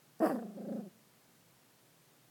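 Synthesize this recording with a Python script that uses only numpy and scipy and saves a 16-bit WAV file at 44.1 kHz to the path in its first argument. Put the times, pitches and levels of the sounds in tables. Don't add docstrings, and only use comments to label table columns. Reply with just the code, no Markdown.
import sys
import numpy as np
from scipy import signal
from scipy.fft import rfft, irfft
from scipy.io import wavfile
from scipy.ndimage import uniform_filter1d

SR = 44100
rng = np.random.default_rng(int(sys.argv[2]) if len(sys.argv) > 2 else 0)


def output_pcm(signal):
    pcm = np.clip(np.atleast_2d(signal).T, -1, 1) * 32767
    wavfile.write(sys.argv[1], SR, np.round(pcm).astype(np.int16))


N = 101429

# time_s, level_db, roughness (0-1)
BARK_DRIVE = [(.2015, -5, 0.03), (.207, -39, 0), (.22, -28, 0.01), (.236, -25, 0.14), (.25, -30, 0.15),
              (.26, -30, 0.34), (.282, -37, 0.35), (.286, -74, 0.2), (.291, -32, 0.42), (.31, -34, 0.15),
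              (.319, -47, 0.3)]
# start_s, top_pitch_hz, sagged_pitch_hz, level_db, overtones_db
GROWL_FLUTTERS = [(.316, 290.1, 228, -34.5, -3), (.35, 271.2, 199, -31.5, -3.5),
                  (.387, 250.7, 206.7, -43.5, 8), (.423, 249.5, 181.4, -42.5, 2),
                  (.461, 242.7, 185.5, -47.5, 2), (.501, 238.2, 181.6, -48, -3),
                  (.533, 227.5, 187.5, -56.5, -3), (.574, 281.7, 178.2, -45.5, 3),
                  (.612, 266.3, 175.3, -45, 3), (.649, 269.8, 186.5, -46.5, 3),
                  (.686, 293, 192.8, -42, 3.5), (.722, 279, 198.9, -38, 0.5),
                  (.759, 285.2, 189, -39.5, -0.5), (.798, 257.2, 178.5, -40.5, 0.5),
                  (.841, 221.4, 181.8, -51.5, 0)]
# frequency_hz, gain_db
NOSE_SPECTRUM = [(1500, 8.5), (3000, 0), (4000, -14), (4500, 2), (4900, 9.5), (5600, -5.5), (6600, -11),
                 (7600, -1), (8500, 3), (9600, -9), (10200, 6.5), (11200, 2.5), (12600, 6), (14500, -4.5),
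                 (17000, -6)]
GROWL_END_S = .872


def undb(db):
    return 10 ** (np.asarray(db) / 20)


def curve(rows, column=1):
    rows = np.array(rows)
    return np.interp(np.arange(N) / SR, rows[:, 0], rows[:, column])


def envelope(rows, fade_s=.003):
    t = np.arange(N) / SR
    inside_s = np.minimum(t - rows[0][0], rows[-1][0] - t)
    return undb(curve(rows)) * np.clip(inside_s / fade_s, 0, 1)


def colour(x, points, size=4096):
    hz, db = np.array(points).T
    bins_hz = np.maximum(np.fft.rfftfreq(size, 1 / SR), 1)
    gain = undb(np.interp(np.log(bins_hz), np.log(hz), db))
    cepstrum = irfft(np.log(gain))
    cepstrum[1:size // 2] *= 2
    cepstrum[size // 2 + 1:] = 0
    impulse = irfft(np.exp(rfft(cepstrum)))
    return signal.fftconvolve(x, impulse)[:N]


def unit(x):
    return x / np.std(x)


def noise(points):
    return unit(colour(rng.standard_normal(N), points))


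def wander(rate_hz):
    width = max(int(SR / rate_hz), 1)
    return unit(uniform_filter1d(uniform_filter1d(rng.standard_normal(N), width), width))


def room_tone(level_db=-65.5):
    # frequency_hz, gain_db
    air_spectrum = [(20, -27), (60, -18), (95, -20.5), (115, -2.5), (150, -0.5), (215, -7), (330, -8.5),
                    (750, -13), (1100, -15), (2900, -19), (8000, -21.5), (17000, -22.5)]
    return undb(level_db) * noise(air_spectrum)


def room(direct, tail_db=-22, t60_s=.96, delay_s=.002):
    t = np.arange(SR // 2) / SR
    tail = rng.standard_normal(len(t)) * np.exp(-np.log(1000) * t / t60_s) * (t > delay_s)
    return direct + undb(tail_db) * signal.fftconvolve(direct, tail / np.linalg.norm(tail))[:N]


def snort(peak_s=.2625, peak_db=-48.5, rise_db_per_s=302, fall_db_per_s=193):
    from_peak_s = np.arange(N) / SR - peak_s
    drop_db = np.maximum(-from_peak_s * rise_db_per_s, from_peak_s * fall_db_per_s)
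    return undb(peak_db - drop_db) * noise(NOSE_SPECTRUM)


def lip_tick(start_s=.194, level_db=-51.5, decay_s=.0012):
    age_s = np.arange(N) / SR - start_s
    decay = (age_s > 0) * np.exp(-np.abs(age_s) / decay_s)
    return undb(level_db) * decay * noise([(3000, -15), (6000, 0), (12000, -18)])


def vocal_folds(pitch_hz, roughness, tilt_db, jitter=.12, shimmer_db=3):
    started = np.arange(N) / SR > BARK_DRIVE[0][0]
    uneven_hz = pitch_hz * (1 + jitter * roughness * wander(274))
    phase = 2 * np.pi * np.cumsum(uneven_hz * started) / SR
    strength = undb(shimmer_db * roughness * wander(580))
    overtones = sum(undb(tilt_db * (k - 1.5)) * np.cos(k * phase) for k in range(2, 16))
    opening = np.exp(1.8 * np.cos(phase))
    air_gate = opening / np.sqrt(np.mean(opening ** 2))
    return strength * np.cos(phase), strength * overtones, air_gate


def throat_slack(hold_s=.008, slacken_s=.016, tighten_s=.005):
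    starts = [row[0] for row in GROWL_FLUTTERS]
    rows = []
    for start, end in zip(starts, starts[1:]):
        rows += [(start, 0), (start + hold_s, 0), (start + hold_s + slacken_s, 1), (end - tighten_s, 1)]
    return curve(rows + [(starts[-1], 0), (GROWL_END_S, .5)])


def growl(kick_s=.00955, hold_s=.0042, release_s=.011, dip_delay_s=.0051, dip_width_s=.0039):
    # frequency_hz, gain_db
    throat = [(70, -33), (150, 3.5), (205, 2.5), (270, -4.5), (350, 3.5), (450, -12), (560, -3.5),
              (700, -9), (820, -21), (950, -51), (1600, -29), (2200, -53), (4000, -42.5)]
    # frequency_hz, gain_db
    breath_spectrum = [(100, -20), (300, -8.5), (700, 14.5), (950, -10), (1300, 12), (1700, -31),
                       (2200, -53), (5000, -14)]
    t = np.arange(N) / SR
    starts = [row[0] for row in GROWL_FLUTTERS]
    pitch = []
    for (start, top_hz, sagged_hz, _, _), end in zip(GROWL_FLUTTERS, [*starts[1:], GROWL_END_S]):
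        pitch += [(start, top_hz), (start + hold_s, top_hz), (end - kick_s, sagged_hz)]
    fade_in = np.clip((t - starts[0]) / kick_s + 1, 0, 1)
    fade_out = np.clip(1 - (t - GROWL_END_S) / release_s, 0, 1)
    effort = undb(curve(GROWL_FLUTTERS, column=3)) * fade_in * fade_out
    fundamental, overtones, air_gate = vocal_folds(curve(pitch), .2, tilt_db=-8 * throat_slack())
    dips = sum(np.exp(-.5 * ((t - start - dip_delay_s) / dip_width_s) ** 2) for start in starts)
    fundamental *= undb(-4 * dips)
    overtones *= undb(curve(GROWL_FLUTTERS, column=4))
    voice = colour(np.sqrt(2) * effort * (fundamental + overtones), throat)
    breath = undb(-24) * air_gate * noise(breath_spectrum)
    nose_air = undb(-37) * noise(NOSE_SPECTRUM)
    return voice + effort * (breath + nose_air)


def bark(firm_at_s=.227, rasp_sag_db=-9.5):
    # time_s, pitch_hz
    pitch = [(.203, 222.6), (.215, 222.3), (.219, 350.2), (.234, 315), (.25, 314), (.256, 249.8),
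             (.268, 194), (.284, 143.5), (.294, 173.7), (.312, 152.6)]
    # frequency_hz, gain_db
    throat = [(70, -40), (150, -13), (210, 2), (320, 1.5), (400, -3), (480, -0.5), (560, -4.5), (660, 1),
              (790, 2), (890, -28), (1150, -7.5), (1800, -42), (2200, -36), (4000, -51)]
    # time_s, level_db
    rasp_levels = [(.203, -41.5), (.215, -40.5), (.235, -35), (.25, -30), (.27, -37.5), (.3, -37.5),
                   (.33, -41), (.36, -45), (.43, -56.5), (.47, -78)]
    # frequency_hz, gain_db
    rasp_spectrum = [(150, -24), (500, 4), (780, -4), (880, -7), (980, -2.5), (1250, -11), (1850, -12.5),
                     (2150, -32.5), (2700, -26), (3800, -56.5), (8000, -43)]
    pitch_hz = curve(pitch)
    tilt_db = curve([(BARK_DRIVE[0][0], -4), (firm_at_s, 0)])
    roughness = curve(BARK_DRIVE, column=2)
    fundamental, overtones, air_gate = vocal_folds(pitch_hz, roughness, tilt_db)
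    pulses = (fundamental + overtones) * np.sqrt(pitch_hz / 300)
    voice = colour(pulses * envelope(BARK_DRIVE), throat)
    pulsed_air = air_gate * rng.standard_normal(N)
    rasp = unit(colour(pulsed_air, rasp_spectrum)) * envelope(rasp_levels)
    return rasp * undb(rasp_sag_db * throat_slack()) - voice


def scene():
    low_cut = signal.butter(4, 130, "high", fs=SR, output="sos")
    dog = signal.sosfilt(low_cut, bark() + snort() + lip_tick() + growl())
    return (room(dog) + room_tone())[None]


def record(dry):
    return signal.sosfilt(signal.ellip(10, .2, 70, 17250, fs=SR, output="sos"), dry)


dry = scene()
out = record(dry)
output_pcm(out)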